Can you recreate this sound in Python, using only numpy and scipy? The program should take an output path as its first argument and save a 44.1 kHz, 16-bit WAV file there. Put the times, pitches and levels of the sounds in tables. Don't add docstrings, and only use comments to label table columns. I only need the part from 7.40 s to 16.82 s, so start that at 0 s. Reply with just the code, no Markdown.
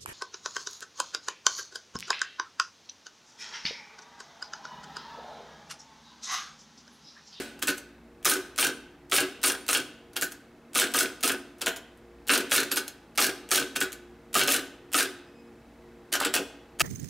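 import sys
import numpy as np
from scipy import signal
from scipy.fft import rfft, irfft, next_fast_len
from scipy.io import wavfile
from scipy.ndimage import uniform_filter1d

SR = 44100
rng = np.random.default_rng(int(sys.argv[2]) if len(sys.argv) > 2 else 0)


def log_audio(samples):
    frames = np.atleast_2d(samples).T
    limited = np.clip(frames, -1, 1)
    pcm = np.round(limited * 32767).astype(np.int16)
    wavfile.write(sys.argv[1], SR, pcm)


def attenuation_scalar(level_db):
    decades = np.asarray(level_db, float) / 20
    return 10 ** decades


N = 415422
LEAD = 8820

# time in seconds, level in dB.
MOTOR_LEVEL = [(0.0, -55), (4.99, -54), (9.42, -53)]
# frequency in Hz, level in dB per Hz.
WHIRR_COLOUR = [(15, -29.5), (25, -6), (157, 1), (354, 0.5), (575, -6), (641, -7), (775, -4.5), (840, -7.5),
                (2280, -13.5), (2550, -25), (2840, -19.5), (16000, -36)]
# frequency in Hz, level in dB against the motor, width in Hz.
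HUM_LINES = [(58.5, -14, 2), (233, -10, 6), (284, -10, 9), (355, -8, 7), (468, -12, 5), (645, -20, 14),
             (840, -21, 4)]
# frequency in Hz, level in dB, time to fall 60 dB in seconds.
TICK_MODES = [(1600, -10, .03), (2580, 0, .045), (3940, -9, .03)]
TURNS_HZ, TICK_S = 29.98, 8.4855

# frequency in Hz, level in dB per Hz.
METAL_COLOUR = [(250, -30), (600, -9), (1000, -15.5), (1500, -3.5), (2040, -9.5), (2650, -4), (4980, -10.5),
                (9240, -11.5), (13800, -18), (16000, -20.5)]
# frequency in Hz, level in dB, time to fall 60 dB in seconds.
CLUTCH_MODES = [(1160, -9, .05), (1250, 0, .075), (1310, -3, .05), (717, -10, .05)]
FRAME_MODES = [(1450, -4, .045), (1513, 0, .06), (1590, -4, .09), (1680, -4, .05)]
CASE_MODES = [(132, -14.5, 0.15), (227.6, -21.5, 0.52), (275.9, 0, 0.14), (301.8, -4, 0.17),
              (373, -1, 0.15), (390.7, -6.5, 0.13), (479.4, 2.5, 0.051), (670, -24, 0.19)]
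BALL_MODES = [(8570, -3, .11), (9394, 0, .15), (10820, -5, .09), (13286, -4, .08)]

# clutch catch in seconds, catch level in dB,
# ball spin level in dB, print level in dB, ball ring level in dB.
LETTERS = [(-.127, 2, -1, 2, -4), (0.8534, 4.5, -7.5, 1.5, -2), (1.185, -1.5, -2, 0, 2.5),
           (1.721, 0, -2.5, 1.5, -0.5), (2.0363, 0, -0.5, -3, 4.5), (2.2876, -5, -7, -1, -2),
           (3.3559, -3, 2, 1, 1.5), (3.5445, -4, -2, 0.5, -3), (3.8336, 1, -7, -2, -1),
           (4.8932, 6, -4, 2, 2), (5.1182, 2.5, 1, 1, -2), (5.7809, 2, 2.5, 1.5, -16),
           (6.1134, 2.5, -3, 1, -2), (6.9514, 3, -0.5, 1.5, -8), (7.0794, 0.5, -2, 0, -6),
           (7.543, 0, -5, 0.5, 0), (9.4045, 5.5, 2.5, 0, -2)]
# start in seconds, level in dB, clutch shock in dB.
LATCHES = [(-.134, -28, -10.5), (0.847, -27, 1), (1.1787, -26, -6), (1.7139, -29, -0.5),
           (2.0302, -26.5, -3), (2.2808, -32, -5.5), (3.3493, -28.5, -4), (3.538, -25.5, -2.5),
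           (3.8281, -27, -1), (4.883, -29.5, 2.5), (5.1116, -25.5, -2), (5.7754, -23, 0), (6.1076, -31, -2),
           (6.9417, -26.5, 5), (7.0742, -26.5, -1), (7.5328, -27, 0.5), (9.3958, -26, 0)]
# seconds after the catch, level in dB, brightness in dB.
CATCH_CLICKS = [(0, -17, 0), (.009, -20.5, 0.5)]
SPIN_CLICKS = [(.017, -25, 9.8), (.024, -21.5, 12), (.033, -21, 4)]
PRINT_CLICKS = [(.042, -15.5, 7.5), (.055, -26.5, 5), (.061, -18.5, 2), (.083, -26, 7), (.112, -34.5, -5)]
# seconds after the catch, then levels in dB on clutch shaft, frame and case.
CATCH_BLOWS = [(.001, -23.5, -35.5, -28.5), (.013, -48, -44.5, -28.5)]
SPIN_BLOWS = [(.041, -55, -45, -31)]
PRINT_BLOWS = [(.062, -45, -27, -32), (.082, -49, -43.5, -32.5), (.1, -50.5, -35.5, -32)]
# seconds after the catch, level in dB.
BALL_JOLTS = [(.001, -37.5), (.016, -28.5), (.035, -32)]
# seconds after the catch, frequency in Hz, level in dB,
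# time to fall 60 dB in seconds.
DETENT_PINGS = [(-.006, 9180, -29, 0.013), (.057, 8930, -25.5, .02), (.083, 8600, -25, .02)]
# start in seconds, frequency in Hz, level in dB,
# time to fall 60 dB in seconds.
SPRING_PINGS = [(.298, 12800, -42, .16), (8.947, 3400, -24, .04), (5.318, 11570, -26, .12),
                (5.318, 11955, -34, .12), (2.77, 11955, -35, .12), (2.843, 12800, -42, .16),
                (4.288, 11800, -43, .14)]

# start in seconds, level in dB.
KEYS_UP = [(.0185, -41.5), (.371, -47), (0.379, -37), (2.912, -53), (2.919, -38.5), (4.361, -42.5),
           (4.3663, -39.5), (4.573, -64), (5.473, -55.5), (5.4787, -35.5), (6.5197, -43), (6.528, -37)]
# start in seconds, level in dB.
KEYS_DOWN = [(0.191, -49.5), (.8276, -52), (.8381, -55), (1.16, -47.5), (1.1688, -48.5), (1.6969, -45),
             (2.015, -46), (2.0234, -52), (2.2644, -46), (2.7323, -51.5), (3.3324, -45.5), (3.343, -42),
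             (3.516, -45), (3.8073, -43), (4.183, -54), (4.196, -60), (4.8688, -46.5), (4.875, -41),
             (5.0955, -45), (5.1035, -41), (5.7514, -56), (5.7565, -46), (6.089, -47), (6.099, -47),
             (6.9292, -41.5), (7.5178, -46), (7.527, -38), (9.3887, -45.5)]

# start in seconds, level in dB.
SPACE_BARS = [(.225, 0.5), (2.7643, -1.5), (4.2155, -2), (5.3161, 0.5), (6.36, 1.5)]
# start in seconds, level in dB.
CARRIER_STEPS = [(0.2812, 2), (2.8211, -1), (4.2683, 0.4), (5.3688, 0.92), (6.4126, -0.55)]
# seconds after the catch or step, level in dB, brightness in dB.
SPACE_CATCH_CLICKS = [(0, -26.5, 8.5), (.006, -30, -4)]
SPACE_STEP_CLICKS = [(-.0095, -27, 16.5), (-.003, -30, 0.5), (.001, -21, 2.5), (.009, -28.5, 0),
                     (.02, -34, 11.5)]
# seconds after the catch or step, levels in dB on clutch shaft, frame and case.
SPACE_CATCH_BLOWS = [(0.0032, -45, -41.5, -35)]
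SPACE_STEP_BLOWS = [(.001, -42, -28.5, -30.5)]
# seconds after the catch, level in dB.
SPACE_SLIDE = (0.0018, -28)

# time in seconds, level in dB.
CHIRPS = [(7.875, -68), (7.9, -71), (7.96, -69), (8.0, -66), (8.075, -68)]
# start in seconds, level in dB, brightness in dB.
RETURN_CLICKS = [(8.726, -23.5, 6), (8.7361, -18, 3.5), (8.7521, -20.5, -3), (8.801, -26, 5),
                 (8.8155, -28, -3), (8.8254, -28.5, -8), (8.8334, -28, -13), (8.848, -19.5, 4),
                 (8.8668, -26.5, -19), (8.9388, -14.5, 2), (8.9508, -20, 13), (8.9629, -20.5, -5.5)]
# start in seconds, levels in dB on clutch shaft, frame and case.
RETURN_BLOWS = [(8.725, -53, -48, -33), (8.741, -35, -32, -36), (8.798, -41, -37, -37),
                (8.811, -54, -45, -37.5), (8.855, -58, -34, -26.5), (8.949, -58, -58, -28.5),
                (8.987, -65, -64, -26)]
# moment they are caught in seconds, level in dB.
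RETURN_SLIDES = [
    (8.7275, -29.5),
    (8.938, -37),
]
# time in seconds, peak in dB, frequency in Hz, spread in seconds.
MARGIN_STOP = (8.8132, -9, 1200, .0003)

# frequency in Hz, time to fall 60 dB in seconds.
ROOM_DECAY = [(150, 0.74), (500, 0.82), (1400, 0.53), (3700, 0.48), (9000, 0.3), (16000, 0.26)]
# frequency in Hz, side minus middle in dB.
WIDTH = [(60, -50.5), (150, -45), (380, -31.5), (700, -16.5), (1200, -22), (2380, -15), (6500, -9.5),
         (15000, -25)]


def evened(x):
    return x / np.sqrt(np.mean(x ** 2) + 1e-20)


def read(points, hz):
    f, value = np.transpose(points)
    return np.interp(np.log(hz + 1), np.log(f + 1), value)


def add(mix, s, sound):
    part = mix[round(s * SR) + LEAD:][:len(sound)]
    part += sound[:len(part)]


def colour(x, points):
    size = next_fast_len(x.shape[-1])
    gain = attenuation_scalar(read(points, np.fft.rfftfreq(size, 1 / SR)))
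    return irfft(rfft(x, size) * gain, size)[..., :x.shape[-1]]


def ring(hz, db, t60, start, seconds):
    t = np.maximum(np.arange(round(seconds * SR)) / SR - start[:, None], 0)
    fade = attenuation_scalar(db[:, None] - 60 * t / t60[:, None])
    tones = fade * np.sin(2 * np.pi * hz[:, None] * t)
    return tones.sum(0) / np.sqrt(np.sum(attenuation_scalar(2 * db)) / 2)


def struck(blows, modes, detune=.01, spread_db=8, contact_s=0.003967):
    out = np.zeros(N + LEAD)
    hz, db, t60 = np.transpose(modes)
    for (s, blow_db), draw in zip(blows, rng.random((len(blows), 3, len(hz)))):
        blow_hz = hz * (1 + detune * (draw[0] - .5))
        tone_db = db + spread_db * (draw[1] - .5)
        sound = ring(blow_hz, tone_db, t60, contact_s * draw[2], 0.25)
        onset = np.minimum(np.arange(len(sound)) / (contact_s * SR), 1)
        add(out, s, attenuation_scalar(blow_db) * sound * onset)
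    return out


def motor():
    t = np.arange(N) / SR
    whirr = evened(colour(rng.standard_normal((2, N)), WHIRR_COLOUR))
    mid = attenuation_scalar(-2.5) * whirr[0]
    for hz, db, width_hz in HUM_LINES:
        r = np.exp(-np.pi * width_hz / SR)
        noise = rng.standard_normal((2, N + SR))
        waver = evened(signal.lfilter([1], [1, -2 * r, r * r], noise)[:, SR:])
        steady = (1.1 + waver[0]) * np.cos(2 * np.pi * hz * t)
        mid += attenuation_scalar(db) * (steady + waver[1] * np.sin(2 * np.pi * hz * t))
    times = np.arange(TICK_S % (1 / TURNS_HZ), N / SR, 1 / TURNS_HZ)
    ticks = np.transpose([times, -10 + 1.5 * rng.standard_normal(len(times))])
    mid += struck(ticks, TICK_MODES, detune=.012, spread_db=3, contact_s=.002)[LEAD:]
    level = attenuation_scalar(np.interp(t, *np.transpose(MOTOR_LEVEL)))
    return level * mid, level * attenuation_scalar(-1.5) * colour(whirr[1], WIDTH)


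def clicks(rows, t60=.042):
    lumps_db, chatter_db = 1.2, 3
    snap_db, snap_t60, onset_s = -2, .01, .0013
    out, size = np.zeros(N + LEAD), 2048
    t, hz = np.arange(size) / SR, np.fft.rfftfreq(size, 1 / SR)
    tilt = np.tanh(np.log((hz + 1) / 5500) * 2) / 2
    for (s, db, bright_db), draw in zip(rows, rng.standard_normal((len(rows), 3, size))):
        noise, lumps, chatter = draw
        shape_db = read(METAL_COLOUR, hz) + np.clip(bright_db, -14, 14) * tilt
        shape_db += lumps_db * evened(uniform_filter1d(lumps[:len(hz)], size=40))
        metal = evened(irfft(rfft(noise) * attenuation_scalar(shape_db)))
        rattle = attenuation_scalar(-60 * t / t60 + chatter_db * evened(uniform_filter1d(chatter, size=60)))
        snap = attenuation_scalar(snap_db - 60 * t / snap_t60)
        add(out, s, attenuation_scalar(db) * metal * (rattle + snap) * np.minimum(t / onset_s, 1))
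    return out


def played(steps, s, db):
    rows = np.array(steps, float)[None].repeat(len(s), axis=0)
    levels = slice(1, 2) if rows.shape[2] < 4 else slice(1, 4)
    rows[:, :, 0] += s[:, None]
    rows[:, :, levels] += db[:, None, None]
    return rows.reshape(-1, rows.shape[2])


def scattered(taps):
    return taps + rng.standard_normal(taps.shape) * [.0005, 1.24, 5.5]


def letters():
    s, catch_db, spin_db, print_db, ring_db = np.transpose(LETTERS)
    latch_s, latch_db, shock_db = np.transpose(LATCHES)
    taps = scattered(np.vstack([played(CATCH_CLICKS, s, catch_db), played(SPIN_CLICKS, s, spin_db),
                                played(PRINT_CLICKS, s, print_db)]))
    latch_taps = played([(0, 0.0012, 9)], latch_s, latch_db)
    blows = np.vstack([played(CATCH_BLOWS, s, shock_db), played(SPIN_BLOWS, s, spin_db),
                       played(PRINT_BLOWS, s, print_db)])
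    return np.vstack([taps, latch_taps]), blows, played(BALL_JOLTS, s, ring_db)


def pings():
    out, t = np.zeros(N + LEAD), np.arange(SR // 2) / SR
    rows = list(SPRING_PINGS)
    for catch_s, _, _, print_db, _ in LETTERS:
        rows += [(catch_s + after, hz, db + print_db, t60) for after, hz, db, t60 in DETENT_PINGS]
    for s, hz, db, t60 in rows:
        add(out, s, attenuation_scalar(db - 60 * t / t60) * np.sin(2 * np.pi * hz * t) * np.minimum(t / 0.0029, 1))
    return out


def keys():
    s, db = np.transpose(list(KEYS_DOWN) + list(KEYS_UP))
    return clicks(played([(0, 0.0026, 7)], s, db), t60=0.035)


def space_bar():
    (bar_s, bar_db), (step_s, step_db) = np.transpose(SPACE_BARS), np.transpose(CARRIER_STEPS)
    taps = scattered(np.vstack([played(SPACE_CATCH_CLICKS, bar_s, bar_db),
                                played(SPACE_STEP_CLICKS, step_s, step_db)]))
    blows = np.vstack([played(SPACE_CATCH_BLOWS, bar_s, bar_db),
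                       played(SPACE_STEP_BLOWS, step_s, step_db)])
    return taps, blows, played([SPACE_SLIDE], bar_s, bar_db)


def slides(catches):
    run_up_s, rise_db = .008, 15
    out, size = np.zeros(N + LEAD), round(run_up_s * SR)
    for (s, db), noise in zip(catches, rng.standard_normal((len(catches), 1024))):
        scrape = evened(colour(noise, METAL_COLOUR))[:size]
        add(out, s - run_up_s, attenuation_scalar(db + np.linspace(-rise_db, 0, size)) * scrape)
    return out


def squeak():
    squeak_hz, fade_db_per_s = 2527, 500
    t = np.arange(N) / SR
    flutter_db = 2 * evened(uniform_filter1d(rng.standard_normal(N), size=700))
    overtones = ((1, 2), (2, -3), (3, -11))
    tone = sum(attenuation_scalar(db) * np.sin(2 * np.pi * k * squeak_hz * t) for k, db in overtones)
    level = sum(attenuation_scalar(db - fade_db_per_s * abs(t - s)) for s, db in CHIRPS)
    return level * attenuation_scalar(flutter_db) * tone


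def margin_stop():
    out = np.zeros(N + LEAD)
    s, db, hz, spread_s = MARGIN_STOP
    t = np.arange(-100, 100) / SR
    add(out, s + t[0], attenuation_scalar(db) * np.cos(2 * np.pi * hz * t) * np.exp(-.5 * (t / spread_s) ** 2))
    return out


def machine():
    letter_taps, letter_blows, jolts = letters()
    space_taps, space_blows, space_catches = space_bar()
    taps = np.vstack([letter_taps, space_taps, RETURN_CLICKS])
    blows = np.vstack([letter_blows, space_blows, RETURN_BLOWS])
    out = attenuation_scalar(2) * clicks(taps) + attenuation_scalar(4) * keys() + pings()
    out += slides(np.vstack([space_catches, RETURN_SLIDES])) + margin_stop()
    out += attenuation_scalar(3.5) * struck(blows[:, [0, 1]], CLUTCH_MODES, detune=0.024, spread_db=-4)
    out += attenuation_scalar(5) * struck(blows[:, [0, 2]], FRAME_MODES, detune=0.015, spread_db=5)
    out += struck(blows[:, [0, 3]], CASE_MODES, detune=0.042, contact_s=0.00826)
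    out += attenuation_scalar(4) * struck(jolts, BALL_MODES, detune=.0012, contact_s=.006)
    return signal.sosfilt(signal.butter(3, 140, "high", fs=SR, output="sos"), out)


def tail(speed, rise_s):
    hz, t, z = signal.stft(rng.standard_normal(SR * 3 // 4), SR, nperseg=256)
    fade = attenuation_scalar(-60 * t * speed / read(ROOM_DECAY, hz)[:, None])
    out = signal.istft(z * fade, SR, nperseg=256)[1]
    out = out * np.minimum(np.arange(len(out)) / (rise_s * SR), 1)
    return out / np.linalg.norm(out)


def room(x):
    shift_hz = 9.1
    mid, side = x.copy(), np.zeros(len(x))
    for k in range(3):
        turn = np.cos(np.pi * (shift_hz * np.arange(len(x)) / SR + k / 3))
        share = np.sqrt(2 / 3) * x * turn
        mid_echo = attenuation_scalar(-6.5) * tail(2.5, 0.0034) + attenuation_scalar(-15.5) * tail(0.78, 0.0094)
        side_echo = attenuation_scalar(-9.5) * tail(4, .001) + attenuation_scalar(-14) * tail(0.85, 0.023)
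        mid += signal.fftconvolve(share, mid_echo)[:len(x)]
        side += signal.fftconvolve(share, side_echo)[:len(x)]
    return mid, colour(side, WIDTH)


def scene():
    motor_mid, motor_side = motor()
    machine_mid, machine_side = room(machine())
    mid = machine_mid[LEAD:] + motor_mid + squeak()
    side = machine_side[LEAD:] + motor_side
    return np.array([mid + side, mid - side])


def low_pass(x):
    return signal.sosfilt(signal.butter(12, 16620, fs=SR, output="sos"), x)


def record(dry):
    threshold_db, recovery_db_per_s, ceiling = -23, 740, .34
    power_db = 10 * np.log10(abs(uniform_filter1d((dry ** 2).mean(0), size=130)) + 1e-12)
    fall = np.arange(N) * recovery_db_per_s / SR
    held_db = np.maximum.accumulate(power_db + fall) - fall
    over_db = np.maximum(held_db - threshold_db, 0)
    limited = dry / attenuation_scalar(.5 * uniform_filter1d(over_db, size=90))
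    limited = ceiling * np.tanh(limited / ceiling)
    edge = signal.firwin(401, 15800, window=("kaiser", 6), fs=SR)
    return low_pass(signal.oaconvolve(limited, edge[None], "same"))


dry = scene()
out = record(dry)
log_audio(out)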